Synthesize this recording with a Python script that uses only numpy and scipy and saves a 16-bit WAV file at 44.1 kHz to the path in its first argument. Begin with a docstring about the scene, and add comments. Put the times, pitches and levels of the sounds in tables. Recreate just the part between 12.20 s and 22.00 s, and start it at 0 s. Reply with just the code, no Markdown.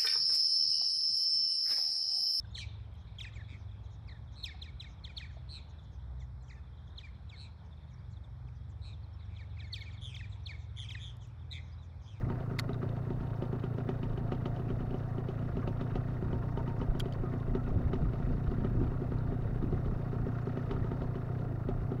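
"""Backpack two-stroke idling in open scrub

A small two-stroke engine idles on a person's back, close to a head-worn microphone, in the open without echo.
Every crank turn thumps the exhaust through sagging and ringing modes; the turns that burn add a bark, a knock
and a tick. Loose metal clatters as noise in resonances, with a knock each turn. Gusts are shaped noise on the
microphone port; a small catch snaps as bursts of ringing modes and a few faint whistles are gliding sines."""
import sys
import numpy as np
from scipy import signal
from scipy.fft import rfft, irfft
from scipy.io import wavfile
from scipy.ndimage import uniform_filter1d

SR = 44100
rng = np.random.default_rng(int(sys.argv[2]) if len(sys.argv) > 2 else 0)


def to_linear_factor(level_db):
    """Convert decibel levels (scalar or array-like) to linear amplitude factors."""
    exponent = np.asarray(level_db, float) / 20
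    return 10 ** exponent


def dump(signal):
    """Clip the signal to [-1, 1] and save it as 16-bit WAV at the path in sys.argv[1]."""
    limited = np.clip(np.atleast_2d(signal).T, -1, 1)
    pcm = np.round(limited * 32767).astype(np.int16)
    wavfile.write(sys.argv[1], SR, pcm)


N = 432180
T = np.arange(N) / SR

# crank turns that burn their charge: start_s, bark_db, knock_db (casing, over the bark),
# sharpness_db (upper pipe modes over the bark), tick_db (piston)
BURNS = [(0.1003, -35, -5.5, -23, -58), (0.2038, -46, -6, -10, -63), (0.3113, -42, -5, -22, -67),
         (0.4928, -33.5, -7.5, -20, -59), (0.6288, -37.5, -7, -15, -60), (0.7671, -43, -7, -15, -71),
         (0.9042, -35.5, -11, -15, -61), (1.0079, -39.5, -16, -21, -63), (1.2221, -35, -11.5, -1.5, -55.5),
         (1.3287, -37.5, -10.5, -9, -61), (1.4381, -36, -10, -14, -56), (1.5826, -36, -12.5, -8, -57),
         (1.6899, -31.5, -9, -3.5, -50), (1.8309, -38, -9.5, -14, -53.5), (1.9755, -40.5, -8, -4, -55),
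         (2.12, -33, -5.5, 0, -50.5), (2.2573, -35.5, -4.5, -3, -49), (2.3628, -50, -11, -6, -57),
         (2.3969, -40, -15, -12, -63), (2.5022, -36.5, -15, -14, -58), (2.6052, -39.5, -19, -20, -60),
         (2.7082, -41.5, -24, -17, -61), (2.7423, -36, -26, -4, -59), (2.9819, -36.5, -20, -16, -61),
         (3.0864, -38, -14, -17, -54.5), (3.1917, -52, -9, -2, -63), (3.2261, -41.5, -17, -14, -68),
         (3.369, -36.5, -14, -7, -58), (3.4753, -35.5, -7.5, 2, -49), (3.611, -36, -8.5, -15, -54),
         (3.7552, -35, -7.5, 1.5, -50.5), (3.8848, -42.5, -8, -11, -69), (4.0242, -35.5, -14, -24, -64),
         (4.1299, -34, -10, -16, -59), (4.2342, -43.5, -9, -14, -62), (4.3732, -36, -5.5, -3.5, -54),
         (4.4772, -37.5, -9, -16, -59), (4.6143, -35, -9, -4.5, -55), (4.7507, -38.5, -7, -26, -61),
         (4.8572, -36.5, -10, -14, -57), (5.0354, -34, -18, -29, -70), (5.1369, -35, -9, -27, -65),
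         (5.2783, -42.5, -17, -23, -66), (5.3502, -30, -10, -16, -53.5), (5.4785, -38, -9, -15, -69),
         (5.591, -41, -18, -10, -69), (5.7331, -31, -7, -14, -49), (5.9348, -37.5, -10, -28, -61),
         (5.9995, -39, -18, -10, -71), (6.108, -39.5, -19, -22, -69), (6.1804, -40.5, -13, -10, -68),
         (6.3153, -34, -17, -12, -69), (6.3816, -37.5, -22, -9, -70), (6.4468, -35, -8.5, -4, -56),
         (6.6138, -32.5, -25, -18, -69), (6.7162, -38, -15, -23, -67), (6.8171, -36, -20, -19, -66),
         (6.9197, -34.5, -12, -17, -64), (7.1216, -35.5, -17, -15, -75), (7.2213, -45, -12, -15, -63),
         (7.3569, -42, -13, -15, -67), (7.4252, -34.5, -19, -20, -65), (7.5249, -34, -17, -17, -61),
         (7.6593, -38.5, -17, -28, -67), (7.794, -43, -17, -4, -71), (7.8613, -41.5, -16, -13, -75),
         (7.929, -36, -16, -23, -71), (8.0654, -34, -15, -26, -64), (8.2702, -35.5, -10, -21, -65),
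         (8.3726, -33.5, -9, -10, -57), (8.511, -35.5, -2.5, -17, -48.5), (8.6438, -39.5, -8, -13, -64),
         (8.7158, -35.5, -8, -20, -61), (8.8185, -35.5, -10, -24, -58), (8.9556, -38.5, -8, -19, -59.5),
         (9.0655, -46, -14, -13, -69), (9.487, -32, -13, -10, -56), (9.6159, -44, -12, -18, -72),
         (9.7175, -33.5, -22, -9, -63)]
# how hard loose parts knock each turn as the harness shifts: time_s, level_db
RATTLE = [(0., 2), (1., -3), (2., -1), (3., -1), (3.8, 0.5), (4.4, 1), (5., -0.5), (6., 2), (7., -1.),
          (7.7, 1), (8.2, 4), (8.8, 0.5), (9.2, 0.5), (9.8, -2.5)]


def level(x, db):
    """Scale to an rms level."""
    return x * to_linear_factor(db) / np.sqrt(np.mean(x ** 2))


def colour(points):
    """Noise with a spectrum drawn through (Hz, dB) points, silent outside them."""
    hz, db = np.transpose(points)
    f = np.fft.rfftfreq(N, 1 / SR) + 1
    gain = to_linear_factor(np.interp(np.log(f), np.log(hz), db, -200, -200))
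    return irfft(rfft(rng.standard_normal(N)) * gain, N)


def band(hz, width_hz):
    """Noise passed twice through one resonance, rms 1."""
    b, a = signal.iirpeak(hz, hz / width_hz, fs=SR)
    once = signal.lfilter(b, a, rng.standard_normal(N))
    return level(signal.lfilter(b, a, once), 0)


def walk(rate_hz):
    """Random levels held for 1 / rate_hz seconds and slewed twice; spread near 1."""
    k = int(SR / rate_hz)
    held = np.repeat(rng.standard_normal(N // k + 1), k)
    return 1.3 * uniform_filter1d(uniform_filter1d(held, k), k)[:N]


def train(s, size):
    """Clicks of given sizes at given times in seconds."""
    k = np.round(np.asarray(s) * SR).astype(int)
    keep = (k >= 0) & (k < N)
    return np.bincount(k[keep], (size * np.ones(len(k)))[keep], N)


def ring(clicks, hz, t60, swell_ms, sag_hz=0, sag_ms=1):
    """One mode that swells, then dies away, after each click; its pitch may sag to hz."""
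    t = T[:int(abs(t60) * SR) + 64]
    swell = 1 - np.exp(-(1000 * t / swell_ms) ** 2)
    shape = swell * np.exp(-np.log(1000) * t / t60)
    cycles = hz * t + sag_hz * sag_ms / 1000 * (1 - np.exp(-1000 * t / sag_ms))
    return signal.oaconvolve(clicks, -shape / shape.max() * np.sin(2 * np.pi * cycles))[:N]


def fading(clicks, fade_ms, samples, smooth):
    """An envelope that jumps at each click and fades exponentially, its edges smoothed."""
    decay = np.exp(-1000 * T[:samples] / fade_ms)
    return uniform_filter1d(signal.oaconvolve(clicks, decay)[:N], size=smooth)


def crank():
    """Times of all turns: each burn kicks the shaft, which slows until the next."""
    turn_hz, slowing = 28.9, 0.15  # nominal rate; share of the speed lost to either side of the mean
    s = np.array(BURNS)[:, 0]
    s = np.r_[s[0] - 4 / turn_hz, s, s[-1] + 4 / turn_hz]
    gap = np.diff(s)
    count = np.maximum(np.round(gap * turn_hz), 1).astype(int)
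    u = np.concatenate([np.arange(c) / c for c in count])
    return np.repeat(s[:-1], count) + np.repeat(gap, count) * (u - slowing * u * (1 - u))


def exhaust(turns):
    """Pumped gas thumps and rings the low pipe modes each turn; burnt gas thumps from a higher pitch."""
    # exhaust and intake modes: pitch_hz, t60_s, swell_ms, lag_ms (after the port opens; negative: rung by
    # the squeeze before it), turn_db (on every turn), burn_db (over the bark)
    pipe = [(250, 0.05, 6, -18, -56, -4), (247, 0.075, 6.5, 11.5, -43, -0.5),
            (276.4, 0.036, 10.2, 14, -45, -7.5), (378, 0.055, 4.7, 1.2, -42.5, -14),
            (416, 0.091, 2.4, 3.5, -50.5, -29.5), (700, 0.012, 1.5, -0.5, -55, -11),
            (707.6, 0.051, 1.1, 14, -52.5, -21)]
    # the pitch sags as the gas leaves: last Hz, Hz above it at the start, sag ms, t60 s, swell ms, lag ms
    cold_thump, hot_thump = (107, 46, 8.3, .075, 7.2, 0), (101, 179, 7, .115, 6.7, -3)
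    cold_db, hot_db, full_burn_db = -27.2, -30.2, -39  # a bark under the last leaves part of the gas cold
    jitter_ms, scatter_db, mode_scatter_db = 1.2, 1.0, 1.1
    s, bark_db = np.transpose(BURNS)[:2]
    late, big = rng.standard_normal((len(turns), 2)).T
    hot = np.zeros(len(turns))
    hot[np.isin(turns, s)] = np.clip(to_linear_factor(bark_db - full_burn_db), 0, 1)
    out = 0
    for thump, size in ((cold_thump, (1 - hot) * to_linear_factor(cold_db)), (hot_thump, hot * to_linear_factor(hot_db))):
        hz, sag_hz, sag_ms, t60, swell_ms, lag_ms = thump
        start = turns + (lag_ms + jitter_ms * late * (1 - hot)) / 1000
        thumps = train(start, size * to_linear_factor(scatter_db * big))
        out = out + ring(thumps, hz, t60, swell_ms, sag_hz, sag_ms)
    for hz, t60, swell_ms, lag_ms, turn_db, burn_db in pipe:
        # higher modes follow the ragged detail of each puff, so they vary more
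        own_db = mode_scatter_db * np.sqrt(hz / cold_thump[0]) * rng.standard_normal(len(turns))
        start = turns + (lag_ms + jitter_ms * late) / 1000
        puffs = train(start, to_linear_factor(turn_db + scatter_db * big + own_db))
        burn_scatter_db = mode_scatter_db * rng.standard_normal(len(s))
        burns = train(s + lag_ms / 1000, to_linear_factor(bark_db + burn_db + burn_scatter_db))
        out = out + ring(puffs + burns, hz, t60, swell_ms)
    # a small outlet radiates little below its first mode
    return signal.sosfilt(signal.butter(2, 85, "high", fs=SR, output="sos"), out)


def bark():
    """The pressure dip of a burn strikes several pipe modes together, timed to dip at one moment."""
    # pipe modes: pitch_hz, t60_s, level_db (over the bark), share (of the sharpness it follows, 0-1)
    bark_modes = [(227, 0.02, -1, 0.23), (251, 0.04, -13, .2), (380, 0.07, 2, 0.), (584, 0.083, -6.5, 1),
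                  (760, 0.06, -8, 1)]
    dip_ms, usual_sharp_db, pitch_scatter = 2.3, -12.5, 0.04  # the dip is timed from the port opening
    s, bark_db, _, sharp_db, _ = np.transpose(BURNS)
    # the heat of the gas differs from burn to burn and shifts the pipe a little
    heat = rng.integers(-1, 2, len(s))
    out = 0
    for hz, t60, db, share in bark_modes:
        # a mode that follows the sharpness in full takes it directly over the bark
        size = to_linear_factor(bark_db + db + share * (sharp_db - usual_sharp_db * (share < 1)))
        extra_cycles = int(hz > 300)  # higher modes take one more cycle to build up
        for step in (-1, 0, 1):
            f = hz * (1 + pitch_scatter * step)
            start = s + dip_ms / 1000 - (1 / 4 + extra_cycles) / f
            swell_ms = 1000 * (0.15 + extra_cycles) / f
            out = out + ring(train(start, size * (heat == step)), f, t60, swell_ms)
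    return out


def casing(turns, ring_db):
    """A burn knocks the metal around the cylinder; every turn faintly rings its longest mode."""
    # casing modes, the longest first: pitch_hz, t60_s, level_db (over the knock)
    casing_modes = [(920, 0.2, -10), (1100, 0.029, -5.5), (1250, 0.024, 2), (1450, 0.012, -3),
                    (1970, 0.018, -10)]
    idle_db, idle_scatter_db = -68, 5  # before the gain of the head's facing
    s, bark_db, knock_db = np.transpose(BURNS)[:3]
    knocks = train(s - 0.002, to_linear_factor(bark_db + knock_db))
    modes = [to_linear_factor(db) * ring(knocks, hz, t60, 1.6) for hz, t60, db in casing_modes]
    start = turns + 0.003 * rng.random(len(turns))
    idle = train(start, to_linear_factor(idle_db + idle_scatter_db * rng.standard_normal(len(turns))))
    # the longest ring is the most directional
    modes[0] = (modes[0] + ring(idle, *casing_modes[0][:2], 3.0)) * to_linear_factor(ring_db)
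    return sum(modes)


def shell(turns):
    """Each turn thumps the muffler shell as the intake closes; its modes answer unevenly."""
    # shell modes: pitch_hz, t60_s, place (in the turn, 0-1), level_db (before rattle and scatter)
    shell_modes = [(722, 0.025, 0.7, -56), (1090, 0.019, .7, -62.5), (1240, .035, .7, -60),
                   (1385, 0.06, .72, -59), (1615, 0.013, 0.8, -63), (1866, 0.036, .63, -64),
                   (2030, .02, .64, -68.5), (2584, 0.021, .68, -73), (3700, .025, 0.6, -78),
                   (4316, 0.023, .6, -79), (4930, .06, .55, -85), (5430, 0.07, 0.4, -82),
                   (5980, .06, .5, -90)]
    swell_ms, jitter_ms, scatter_db = 2.5, 1.5, 3
    out = 0
    for hz, t60, place, db in shell_modes:
        late, big = rng.standard_normal((len(turns) - 1, 2)).T
        s = turns[:-1] + place * np.diff(turns) + jitter_ms * late / 1000
        rattle_db = np.interp(s, *np.transpose(RATTLE))
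        out = out + ring(train(s, to_linear_factor(db + scatter_db * big + rattle_db)), hz, t60, swell_ms)
    return out


def piston(turns, tick_gain_db, tilt_db):
    """The piston ticks faintly every turn and hard with a burn's knock, each with a short spit of gas."""
    # tick modes: pitch_hz, t60_s, level_db (over the tick), share (of the tilt it follows)
    tick_modes = [(2300, .012, -7, 0.), (2650, .014, -10, -.1), (3000, .032, -3, -.25),
                  (3700, .02, -3.5, .35), (4350, .02, -13, .3), (5450, .03, -27, .2)]
    early_ms, tilt_scatter_db = 1.185, 3.0
    # faint ticks: level at a tick gain of 0 dB, dB per dB of that gain, scatter, tilt, lead on the port
    faint_db, follows, faint_scatter_db, faint_tilt_db, faint_early_ms = -60.5, 0.7, 4.0, 6, 3
    # gas with the tick, and gas blowing by after it; levels over the tick
    spit_hz, spit_width_hz, spit_ms, spit_db = 2770, 1660, 11, -3
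    blow_hz, blow_width_hz, blow_ms, blow_db, blow_lag_ms = 5600, 2200, 11, -22, 10
    s, db = np.transpose(BURNS)[[0, -1]]
    s = s - early_ms / 1000
    tilt_db = np.interp(s, T, tilt_db) + tilt_scatter_db * rng.standard_normal(len(s))
    faint = faint_db + follows * np.interp(turns, T, tick_gain_db)
    faint = faint + faint_scatter_db * rng.standard_normal(len(turns))
    s = np.r_[s, turns - faint_early_ms / 1000]
    db = np.r_[db, faint]
    tilt_db = np.r_[tilt_db, np.full(len(turns), faint_tilt_db)]
    ticks = sum(ring(train(s, to_linear_factor(db + mode_db + share * tilt_db)), hz, t60, 1.3)
                for hz, t60, mode_db, share in tick_modes)
    spit = fading(train(s, to_linear_factor(db + spit_db)), spit_ms, 3000, 300)
    blow = fading(train(s + blow_lag_ms / 1000, to_linear_factor(db + blow_db)), blow_ms, 3000, 200)
    return ticks + blow * band(blow_hz, blow_width_hz) + spit * band(spit_hz, spit_width_hz)


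def clatter(turns, clatter_db):
    """Piston, reeds, belt and gas: noise in the metal's resonances, knocked once a turn and fading."""
    # resonances: centre_hz, width_hz, level_db (over the clatter), place (of the knock in the turn, 0-1),
    # knock_db (over the steady part before rattle and scatter; below 0 it is a dip)
    bands = [(528, 257, 2, 0.8, -1.5), (689, 147, 0, 0.6, -3), (911.6, 53, -10, 0.5, -3.5),
             (1072, 530, -7, .75, 4), (1271, 540, -7, 0.71, 7.5), (1875, 370, -21.5, 0.52, 13.5),
             (2564, 550, -27.5, 0.55, 11.5), (2820, 130, -32, 0.8, -4), (3700, 660, -26, 0.8, 1.5),
             (4410, 850, -29.5, 0.5, 5), (5290, 1800, -31.5, 0.3, 8), (6540, 2400, -35.5, .7, 6.5)]
    knock_fade = 0.28  # share of a turn
    shared_scatter_db, own_scatter_db = 2.5, 3.0
    after_burn_db, after_burn_ms = 32, 17  # extra gain over the bark, and its fade
    phase = np.interp(T, turns, np.arange(len(turns)))
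    force_db = shared_scatter_db * rng.standard_normal(len(turns) + 1)
    rattle_db = np.interp(T, *np.transpose(RATTLE))
    # a burn shakes everything harder for a moment
    s, bark_db = np.transpose(BURNS)[:2]
    shaken = fading(train(s, to_linear_factor(bark_db + after_burn_db)), after_burn_ms, 6000, 300)
    out = 0
    for hz, width_hz, db, place, knock_db in bands:
        since = phase - place + 1
        turn_db = force_db + own_scatter_db * rng.standard_normal(len(force_db))
        knock = np.exp(-(since % 1) / knock_fade) * (to_linear_factor(knock_db) - 1)
        knock = knock * to_linear_factor(turn_db[since.astype(int)] + rattle_db)
        gain = to_linear_factor(clatter_db + db + 2.2 * walk(70))
        out = out + gain * (1 + shaken + uniform_filter1d(knock, size=60)) * band(hz, width_hz)
    return out


def catch():
    """Each snap rings one loud mode of its own and the small modes of the catch."""
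    # the catch, pressed and let go: start_s, level_db, loudest_hz, small_db (small modes over the snap),
    # tilt_db (of the small modes per octave, about 4000 Hz)
    snaps = [(0.386, -48, 4400, 2, 1), (0.39, -27, 2050, -5, -1.5), (0.3953, -28, 4350, -4, -1),
             (0.401, -50.5, 5500, 1.5, -2.5), (0.5324, -45.5, 3840, -21, -4), (0.5427, -52, 3700, -7, -7),
             (4.792, -54, 5560, -10, 6.5), (4.7976, -36.5, 1500, -3, 4), (4.8031, -27.5, 3230, -17, 1),
             (4.808, -50.5, 2280, 3.5, -3), (4.924, -47, 3060, -6, -5.5), (4.9362, -50.5, 4400, -10, -5),
             (6.9858, -55, 4100, -10, -5)]
    # small modes: pitch_hz, t60_s, level_db (relative)
    small_modes = [(1230, .02, -17), (1480, .02, -10), (1880, 0.006, -4), (2390, 0.0023, -2),
                   (3010, 0.013, -11), (3860, 0.006, -3), (4500, 0.0032, 2), (5840, 0.0027, -2),
                   (6730, 0.019, -18), (7440, 0.011, -10.5), (8500, 0.014, -21), (9300, 0.0066, -17),
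                   (10870, 0.0047, -11), (12200, 0.007, -16), (14400, .009, -19)]
    decay_ms, chatter_ms, chatter_fade_ms = 2.2, 9.0, 2.7
    out, chatter = 0, []
    for s, db, hz, small_db, _ in snaps:
        out = out + ring(train([s], to_linear_factor(db)), hz, np.log(1000) * decay_ms / 1000, 0.19)
        # the parts chatter for a moment as they seat
        late, big = rng.random((60, 2)).T
        late[0], big[0] = 0, 1
        size = to_linear_factor(db + small_db) * (2 * big - 1) * np.exp(-late * chatter_ms / chatter_fade_ms)
        chatter.append((s + late * chatter_ms / 1000, size))
    s, size = np.transpose(chatter, (1, 0, 2))
    tilt_db = np.array(snaps)[:, -1:]
    for hz, t60, db in small_modes:
        mode_size = size * to_linear_factor(db + tilt_db * np.log2(hz / 4000))
        out = out + ring(train(s.ravel(), mode_size.ravel()), hz, t60, 0.17)
    return out


def whistles():
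    """Short thin tones: sines that glide slightly in pitch under a rounded swell."""
    # tones: start_s, length_s, first_hz, last_hz, level_db
    tones = [(5.038, 0.058, 1250, 1224, -49.5), (5.198, 0.035, 1055, 1090, -52),
             (5.364, 0.06, 1345, 1307, -50), (5.444, 0.023, 1450, 1420, -52)]
    out = np.zeros(N)
    for s, length, first_hz, last_hz, db in tones:
        u = np.clip((T - s) / length, 0, 1)
        cycles = np.cumsum(first_hz + (last_hz - first_hz) * u) / SR
        out += to_linear_factor(db) * np.sin(np.pi * u) ** 0.66 * np.sin(2 * np.pi * cycles)
    return out


def wind():
    """Eddies on the microphone port: a rumble, brighter buffeting in the gusts, and short puffs."""
    # rumble spectrum: pitch_hz, level_db (per Hz, relative)
    rumble = [(10, -9), (22, -2), (34, 0), (55, -5), (80, -12), (120, -30)]
    # stronger gusts carry smaller, faster eddies: pitch_hz, level_db (per Hz, relative)
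    buffet = [(40, -12), (72, -0.5), (115, -4), (200, -8), (300, -13), (500, -24.5), (800, -61.5)]
    # gusts over the breeze: peak_s, level_db, length_s
    gusts = [(0.0, -39.5, 0.2), (1, -47, 0.17), (1.977, -40.5, 0.41), (2.59, -41, 0.3),
             (3.376, -39.5, 0.24), (3.78, -40, 0.11), (4.035, -40, 0.28), (4.355, -37.5, 0.2),
             (4.697, -38, 0.25), (5.043, -36.5, 0.11), (5.298, -37, 0.19), (5.58, -33.5, 0.24),
             (5.83, -31.5, 0.13), (6.1, -34.5, 0.17), (6.301, -34, 0.049), (6.447, -36, 0.2),
             (6.612, -33, 0.19), (6.994, -39, 0.28), (7.356, -37, 0.37), (7.694, -37.5, 0.14),
             (8.0, -37.5, 0.19), (8.585, -41, 0.26), (8.826, -33, 0.05), (9.267, -42.5, 0.075),
             (9.523, -39, 0.24)]
    # short eddies that strike the port: start_s, fade_ms, centre_hz, width_hz, level_db
    eddies = [(.99, 30, 55, 30, -34), (2.555, 8, 50, 40, -29), (4.69, 25, 35.4, 25, -25),
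              (5.53, 46, 70, 40, -28), (5.631, 37, 90, 70.5, -30), (5.72, 30, 60, 39.8, -34),
              (5.809, 40, 110, 90, -30.5), (5.88, 28, 70, 50, -30.5), (5.98, 46, 109, 60, -32),
              (6.28, 15, 69.5, 50, -23), (6.6, 36, 65, 50, -26), (7.29, 40, 100, 60, -34),
              (7.44, 28, 240, 80, -30.5), (7.49, 40, 113, 50, -32), (7.68, 26, 90, 59.7, -40),
              (8.5, 67, 347, 258, -39), (9.2, 22, 176, 100, -31.5), (9.215, 35, 470, 220, -42.5),
              (9.265, 79, 324, 90, -41)]
    breeze_db, rise = -47, 0.44  # wind between gusts; share of a gust's length spent rising
    buffet_at_40_db, growth, lumps_db = -45, 1.3, 3  # level in a -40 dB gust, dB per dB of gust, flutter
    power = to_linear_factor(2 * breeze_db)
    for s, db, length in gusts:
        side = length * np.where(T < s, 2 * rise, 2 - 2 * rise)
        power = power + to_linear_factor(2 * db) * np.exp(-(2 * (T - s) / side) ** 2)
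    gust_db = 10 * np.log10(power)
    buffet_db = buffet_at_40_db + growth * (gust_db + 40) + lumps_db * walk(15)
    puffs = 0
    for s, fade_ms, hz, width_hz, db in eddies:
        fade = (T > s) * np.exp(-1000 * abs(T - s) / fade_ms)
        puffs = puffs + to_linear_factor(db) * uniform_filter1d(fade, size=400) * band(hz, width_hz)
    return puffs + level(colour(rumble), 0) * to_linear_factor(gust_db) + level(colour(buffet), 0) * to_linear_factor(buffet_db)


def scene():
    """Engine, wind and small sounds in the open, without echo; the head's facing shades the engine."""
    # as the head turns: time_s, ring_db (casing, used about its mean), tick_db (gain of the faint ticks),
    # tilt_db (upper tick modes over lower)
    facing = [(0.0, -51.5, -28, 5), (0.3, -62, -17, -8), (0.95, -54, -9, -16), (1.701, -57, -10.5, -12),
              (2.3, -60.5, -13, -18), (2.6, -59.5, -17, -29), (3.1, -60.5, -8, -23), (3.5, -59, -12, -4),
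              (3.8, -60.5, -10, -5), (4.1, -51.5, -22, -21), (4.65, -51.5, -16, -22), (5.201, -69, -10, -2),
              (6.5, -57.5, -11.5, -7), (7.3, -64.5, -19, -2), (8.5, -59, -12, -3), (8.85, -57, -20, 2),
              (9.1, -74, -20, 9), (9.8, -76, -21, -4)]
    s, *columns = np.transpose(facing)
    ring_db, tick_gain_db, tilt_db = (np.interp(T, s, c) for c in columns)
    ring_db = ring_db - np.mean(ring_db)
    turns = crank()
    engine = exhaust(turns) + bark() + casing(turns, ring_db) + shell(turns)
    engine = engine + piston(turns, tick_gain_db, tilt_db)
    # the clatter follows the casing ring slightly
    engine = engine + clatter(turns, -56.9 + 0.052 * ring_db)
    return (engine + wind() + catch() + whistles())[None]


def top_cut(x):
    """Nothing passes above the cut-off."""
    return signal.sosfilt(signal.butter(12, 16500, fs=SR, output="sos"), x)


def record(dry):
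    """The microphone housing takes a dip out of the treble; the microphone adds its own hiss."""
    # hiss spectrum: pitch_hz, level_db (per Hz, relative)
    hiss = [(2000, -5.5), (6000, -8.5), (8000, 2.5), (10000, 1.5), (13000, 2), (16000, 4.5)]
    notch_hz, notch_width_hz, hiss_db = 7900, 1000, -82
    notched = signal.lfilter(*signal.iirnotch(notch_hz, notch_hz / notch_width_hz, fs=SR), dry)
    return top_cut(notched + level(colour(hiss), hiss_db))


dry = scene()
out = record(dry)
dump(out)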